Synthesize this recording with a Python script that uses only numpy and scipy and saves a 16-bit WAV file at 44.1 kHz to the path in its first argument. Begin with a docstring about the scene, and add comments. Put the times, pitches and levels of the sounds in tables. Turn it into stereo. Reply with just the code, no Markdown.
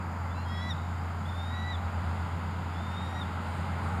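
"""A pine at dawn: a bird gives three thin, rising wails, each ending in a quick downward flick,
and a few faint peeps. In the first wail, the other side of its syrinx sounds a lower tone that
mixes with the main one. The trunks scatter the calls. Behind them: a distant engine's drone,
road noise, a breeze rising in the needles and a steady insect-like hiss."""
import sys
import numpy as np
from scipy import signal
from scipy.fft import rfft, irfft
from scipy.io import wavfile

SR = 44100
rng = np.random.default_rng(int(sys.argv[2]) if len(sys.argv) > 2 else 0)


def generate_wav(signal):
    """Clip the signal to [-1, 1] and save it as 16-bit WAV at the path in sys.argv[1]."""
    frames = np.transpose(np.atleast_2d(signal))
    scaled = np.clip(frames, -1, 1) * 32767
    pcm = np.round(scaled).astype(np.int16)
    wavfile.write(sys.argv[1], SR, pcm)


N = 176400
TIME = np.arange(N) / SR
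BIN_HZ = np.maximum(np.arange(N // 2 + 1) * SR / N, 1)
SHIMMER_DB = 0.73  # level flutter of both voices


def wail(contour):
    """One side of the syrinx: three strong harmonics under a thin sheen. Returns sound and phase."""
    fundamental = [(.48, -60), (.515, -49.5), (.61, -49), (.70, -41.5), (.725, -59), (1.25, -63),
                   (1.42, -67), (1.54, -49), (1.63, -47), (1.71, -41.5), (1.75, -62), (2.72, -69),
                   (3.06, -60), (3.19, -48), (3.23, -63)]  # swells into each flick: (time [s], level [dB])
    trim_db = [0, 1.5]  # (octave [dB], third harmonic [dB])
    sheen = [(.48, -79), (.66, -74), (.71, -68.5), (.75, -79), (1.25, -76), (1.42, -72), (1.52, -77),
             (1.58, -83), (1.76, -88), (2.72, -86), (3.0, -81), (3.1, -70), (3.15, -77), (3.2, -71),
             (3.25, -79)]  # envelope of harmonics 4-7: (time [s], level [dB])
    sheen_colour = [(6700, -12), (7700, -4), (8600, -3), (9300, 0.5), (9900, 0), (10800, -6), (11400, -7),
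                    (12400, -11), (14000, -18)]  # their EQ: (frequency [Hz], gain [dB])
    hz, *harmonic_db = in_time(contour)
    sheen_db, = in_time(sheen)
    phase = phase_of(hz * quaver())
    voice = tone(phase, in_time(fundamental)[0] + SHIMMER_DB * drift(40))
    for k, db in enumerate(harmonic_db):
        voice += tone((k + 2) * phase, db + trim_db[k] + 1.8 * drift(40))
    for k in range(4, 8):
        voice += tone(k * phase, sheen_db + at_hz(sheen_colour, k * hz) + 2.9 * drift(30))
    return voice * gate(contour[0][0], contour[-1][0]), phase


def quaver(start=1.267, end=1.39, rate_hz=35, depth=0.02):
    """A fast, fading pitch tremble: the shaky start of the second wail."""
    fade = np.sqrt(np.clip((end - TIME) / (end - start), 0, 1)) * (TIME > start)
    return 1 + depth * fade * np.sin(2 * np.pi * rate_hz * (TIME - start))


def low_voice(main_phase):
    """The other side of the syrinx: its own overtones first, then mostly sum tones with the main voice."""
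    contour = [(.335, 1320, -67), (.37, 1342, -59), (.44, 1395, -61), (.455, 1380, -72), (.5, 1376, -78),
               (.59, 1410, -82), (.70, 1445, -84)]  # the lower tone: (time [s], pitch [Hz], level [dB])
    harmonics = [(2, 0.5), (3, -0.5), (4, -14)]  # its overtones: (multiple, gain [dB])
    mixing = [(.45, -61), (.50, -55), (.58, -49), (.62, -50.5), (.66, -57), (.692, -53), (.705, -66)]  # how strongly the voices mix: (time [s], level [dB])
    upper_sums = [(2, -8.5), (3, -35), (4, -29)]  # higher sum tones: (multiple of the main pitch, gain [dB])
    hz, db = in_time(contour)
    mix_db, = in_time(mixing)
    phase = phase_of(hz)
    own = sum(tone(round(k) * phase, db + gain) for k, gain in harmonics)
    own *= gate(contour[0][0], contour[-1][0])
    mixed = tone(main_phase + phase, mix_db)
    mixed += sum(tone(round(k) * main_phase + phase, mix_db + gain) for k, gain in upper_sums)
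    mixed += tone(3 * main_phase - phase, mix_db - 17)  # difference tone
    mixed *= gate(mixing[0][0], mixing[-1][0])
    return (own + mixed) * from_db(SHIMMER_DB * drift(40))


def bird():
    """Three wails, the first two-voiced, and a few peeps, all with a slight rasp."""
    # the wails: (time [s], pitch [Hz], octave level [dB], third harmonic level [dB])
    wail_1 = [(0.48, 1872, -63, -79), (0.51, 1910, -64, -80), (0.582, 1932, -59, -75),
              (0.588, 1930, -58, -87), (0.616, 1954, -53, -73), (0.69, 1984, -52.5, -71),
              (0.71, 1886, -36.5, -53), (0.728, 1748, -45.5, -62), (0.74, 1697, -68, -83)]
    wail_2 = [(1.25, 1640, -66, -89), (1.26, 1695, -51.5, -79), (1.274, 1792, -65, -80),
              (1.286, 1770, -60, -88), (1.294, 1794, -55, -69), (1.314, 1758, -57.5, -82),
              (1.412, 1818, -51.5, -74), (1.532, 1907, -51.5, -81), (1.542, 1932, -49, -88),
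              (1.562, 1927, -49.5, -72), (1.636, 1952, -50.5, -72), (1.644, 1943, -52, -83),
              (1.702, 1974, -49, -69), (1.714, 1953, -44, -85), (1.724, 1930, -43.5, -69),
              (1.76, 1695, -46, -75)]
    wail_3 = [(2.72, 1694, -63, -86), (2.742, 1680, -61.5, -70), (2.758, 1739, -59, -85),
              (2.77, 1710, -57, -70), (2.812, 1807, -56, -86), (2.82, 1793, -61, -95),
              (2.854, 1807, -56.5, -79), (2.942, 1818, -57.5, -72), (2.974, 1843, -46, -80),
              (3.088, 1874, -56.5, -71), (3.144, 1884, -56, -70), (3.19, 1911, -50, -69),
              (3.2, 1885, -47, -69), (3.206, 1870, -57, -86), (3.218, 1821, -43, -74),
              (3.224, 1795, -51, -83), (3.23, 1757, -53, -71), (3.245, 1696, -60, -81)]
    # faint peeps: (time [s], length [s], start pitch [Hz], end pitch [Hz], level [dB])
    peep_notes = [(0.244, 0.035, 2060, 2110, -54), (.305, .03, 3430, 3560, -59.5),
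                  (.96, .04, 3030, 3080, -67)]
    first, first_phase = wail(wail_1)
    second, _ = wail(wail_2)
    third, _ = wail(wail_3)
    peeps = np.zeros(N)
    for start, length, from_hz, to_hz, db in peep_notes:
        glide = np.interp(TIME, [start, start + length], [from_hz, to_hz])
        peeps += tone(phase_of(glide), db) * gate(start, start + length)
    calls = first + low_voice(first_phase) + second + third + peeps
    rasp = 1 + 0.09 * drift(260)
    return calls * rasp


def trees(calls, t60_s=0.73, echo_s=0.13):
    """Trunks scatter the calls into a diffuse tail, with one far echo."""
    colour = [(1900, -7), (3400, -3), (3900, 1.5), (5500, -3), (10000, -8)]  # what the trees send back: (frequency [Hz], gain [dB])
    tail = rng.standard_normal((2, SR)) * from_db(-60 * TIME[:SR] / t60_s)
    tail *= from_db(-10) / np.sqrt(np.sum(tail[0] ** 2))
    send = irfft(rfft(calls) * from_db(at_hz(colour, BIN_HZ)), N)
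    echo = from_db(-23) * np.interp(TIME - echo_s, TIME, send, left=0)
    return signal.fftconvolve(send[None], tail, axes=1)[:, :N] + echo


def engines(drone_hz=86.73, beat_hz=78.16, motor_hz=183.5, motor_width_hz=4.2):
    """A distant engine's tones beat against each other while another motor draws nearer."""
    # envelopes of the main tone, beating tone and nearing motor: (time [s], level [dB])
    drone_level = [(0, -36.5), (.5, -34), (1.2, -35), (2.1, -33), (2.6, -36), (3.3, -36.5), (3.8, -34),
                   (4, -32.5)]
    beat_level = [(0, -59), (1.4, -56), (1.9, -40.5), (2.35, -46), (2.7, -54), (3.4, -50), (3.8, -46),
                  (4, -48)]
    motor_level = [(0, -56), (2.8, -53.5), (3.3, -49.5), (3.8, -42.5), (4, -40)]
    # weaker engine tones: (pitch [Hz], level [dB], level swing [dB], phase wander [rad])
    weak_tones = [(40.3, -70.5, -4, 0.46), (216.8, -53, 3.5, 0.45)]
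    spread = np.array([[-.15], [.15]])  # left and right phase [rad]
    drone = tone(2 * np.pi * drone_hz * TIME + 0.1 * drift(2.3) + spread, in_time(drone_level)[0])
    beat = tone(2 * np.pi * beat_hz * TIME + 0.67 * drift(1.3) + spread, in_time(beat_level)[0])
    weak = sum(tone(2 * np.pi * hz * TIME + wander * drift(1.3) + spread, db + swing * drift(1.4))
               for hz, db, swing, wander in weak_tones)
    motor_band = 1 / (1 + ((BIN_HZ - motor_hz) / motor_width_hz) ** 2)
    motor = fader(motor_level) * noise(motor_band, alike=0.73)
    return (drone + beat + weak + motor) * pan(-1.5)


def road():
    """Low traffic rumble and the roar of tyres."""
    # envelopes: (time [s], level [dB])
    rumble_level = [(0, -43.5), (1.0, -43.5), (1.8, -46), (2.1, -43), (2.8, -43), (3.3, -42), (3.7, -41.5),
                    (4, -38.5)]
    tyre_level = [(0, -42), (.7, -43), (1.45, -43), (2.05, -41), (2.55, -42.5), (3.3, -41.5), (4, -39)]
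    # noise colours: (frequency [Hz], gain [dB])
    rumble_colour = [(10, -43), (28, -29), (45, -11.5), (70, -5.5), (100, -1.5), (135, 3.5), (200, 1.5),
                     (260, -5.5), (330, -10.5), (480, -17), (800, -51), (2000, -73)]
    tyre_colour = [(20, -40), (250, -17), (480, -9.5), (650, -5.5), (830, 0), (1000, -1.5), (1130, -4.5),
                   (1370, -2.5), (1750, -13), (2050, -11.5), (2400, -19.5), (3300, -27), (4300, -37),
                   (6000, -57), (9000, -90)]
    # stereo images: (frequency [Hz], left-right likeness [-1 to 1])
    rumble_image = [(30, 0), (55, 0.78), (90, 1), (250, 0.98), (400, 0.74)]
    tyre_image = [(400, 0.9), (1000, .83), (1600, 0.94), (2500, 0.93)]
    rumble = fader(rumble_level, trim_db=1.5) * coloured(rumble_colour, rumble_image)
    tyres = fader(tyre_level, trim_db=1) * coloured(tyre_colour, tyre_image)
    return rumble * pan(-1.5) + tyres * pan(2.5)


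def breeze():
    """Air rushes through the pine needles and rustles them in soft swells."""
    # envelopes: (time [s], level [dB])
    rush_level = [(0, -70), (1.1, -61), (1.8, -60.5), (2.15, -57.5), (2.6, -58.5), (3.0, -57.5), (3.3, -58),
                  (3.58, -55), (3.75, -56.5), (3.9, -59), (4, -61.5)]
    rustle_level = [(0, -84), (1.8, -77), (2.1, -68), (2.6, -83), (2.9, -69), (3.2, -67), (3.35, -73),
                    (3.5, -60), (3.62, -62), (3.75, -68), (3.88, -58.5), (4, -60)]
    # noise colours: (frequency [Hz], gain [dB])
    rush_colour = [(100, -25), (1200, -19.5), (2000, -1), (2600, 2.5), (3000, 1), (3700, -0.5), (4900, -8),
                   (5500, -20), (6100, -29), (6700, -13), (8000, -16), (9300, -16), (11500, -22),
                   (15500, -33)]
    rustle_colour = [(2500, -12), (4000, 6), (5000, -2), (6100, -9), (7000, 2), (9000, 3), (10300, -4),
                     (11500, -15), (13000, -12), (15500, -22)]
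    # stereo images: (frequency [Hz], left-right likeness [-1 to 1])
    rush_image = [(2000, 0.8), (2800, 0.92), (3500, 0.78), (4500, .3), (6000, 0.1), (9000, .2)]
    rustle_image = [(3000, .8), (4500, 0.41), (6000, -0.049), (9000, -0.11), (12000, .2)]
    rush = fader(rush_level, trim_db=1.5) * coloured(rush_colour, rush_image)
    rustle = fader(rustle_level, trim_db=drift(25)) * coloured(rustle_colour, rustle_image)
    return rush + rustle


def insect_hiss():
    """Two steady insect-like noise bands over a fine, wide hiss."""
    # insect bands: (centre [Hz], half width [Hz], level [dB], left-right likeness [-1 to 1])
    bands = [(4760, 197, -65.5, 0.026), (7075, 400, -67.5, 0.67)]
    colour = [(1500, -1), (3000, -16), (4200, -1.5), (5000, 1), (5500, -6), (6100, -11), (6700, -3.5),
              (8000, -10), (9500, -8), (11300, -15), (12100, -10), (12800, -13), (14000, -13), (15500, -21)]  # hiss EQ: (frequency [Hz], gain [dB])
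    image = [(2900, 0.23), (3600, -0.46), (4400, -0.21), (5700, -0.47), (7000, 0.21), (9000, -0.19),
             (11500, 0.083), (13000, 0)]  # its stereo image: (frequency [Hz], left-right likeness [-1 to 1])
    insects = sum(from_db(db) * noise(np.exp(-.5 * ((BIN_HZ - hz) / width) ** 2), alike)
                  for hz, width, db, alike in bands)
    return insects + from_db(-59.5) * coloured(colour, image) * pan(-1.5)


def from_db(db):
    """Decibels to gain."""
    return 10 ** (np.asarray(db) / 20)


def rms_one(x):
    """Scale to unit rms."""
    return x / np.sqrt(np.mean(x ** 2) + 1e-20)


def in_time(rows):
    """Each column of a curve, sample by sample."""
    times, *columns = np.transpose(rows)
    return [np.interp(TIME, times, column) for column in columns]


def fader(envelope, trim_db=0):
    """Gain that rides a level curve."""
    return from_db(in_time(envelope)[0] + trim_db)


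def at_hz(points, hz):
    """Read a curve on a log-frequency axis."""
    freqs, values = np.transpose(points)
    return np.interp(np.log(hz), np.log(freqs), values)


def drift(rate_hz):
    """Random wander, mostly slower than rate_hz; rms 1."""
    return rms_one(irfft(rfft(rng.standard_normal(N)) / (1 + (BIN_HZ / rate_hz) ** 2) * (BIN_HZ > 1), N))


def gate(start, end, ramp_s=0.0066):
    """Open from start to end, with short ramps."""
    return np.clip(np.minimum(TIME - start, end - TIME) / ramp_s + .5, 0, 1)


def phase_of(hz, jitter=0.0032):
    """Running phase of a slightly unsteady pitch."""
    return 2 * np.pi * np.cumsum(hz * (1 + jitter * drift(67))) / SR


def tone(phase, db):
    """A sine at an rms level."""
    return np.sqrt(2) * from_db(db) * np.sin(phase)


def pan(db):
    """Stereo gains with the left db above the right."""
    return from_db(np.array([[db], [-db]]) / 2)


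def noise(gain, alike):
    """Mid-side noise with a given spectrum and left-right likeness; rms 1."""
    mid, side = rfft(rng.standard_normal((2, N))) * gain
    alike = np.clip(alike, -1, 1)
    return rms_one(irfft(np.sqrt(1 + alike) * mid + np.sqrt(1 - alike) * side * [[1], [-1]], N))


def coloured(colour, image):
    """Noise that follows tables of colour and stereo image; rms 1."""
    return noise(from_db(at_hz(colour, BIN_HZ)), at_hz(image, BIN_HZ))


def scene():
    """The bird among the trees, over a bed of traffic, breeze and hiss."""
    calls = bird()
    return calls * pan(-1.1) + trees(calls) + engines() + road() + breeze() + insect_hiss()


def record(dry):
    """A steep high cut on the whole mix."""
    cutoff_hz = 15700
    hz = np.linspace(0, SR / 2, N + 1)
    return irfft(rfft(dry, 2 * N) / np.sqrt(1 + (hz / cutoff_hz) ** 400))[:, :N]


dry = scene()
out = record(dry)
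generate_wav(out)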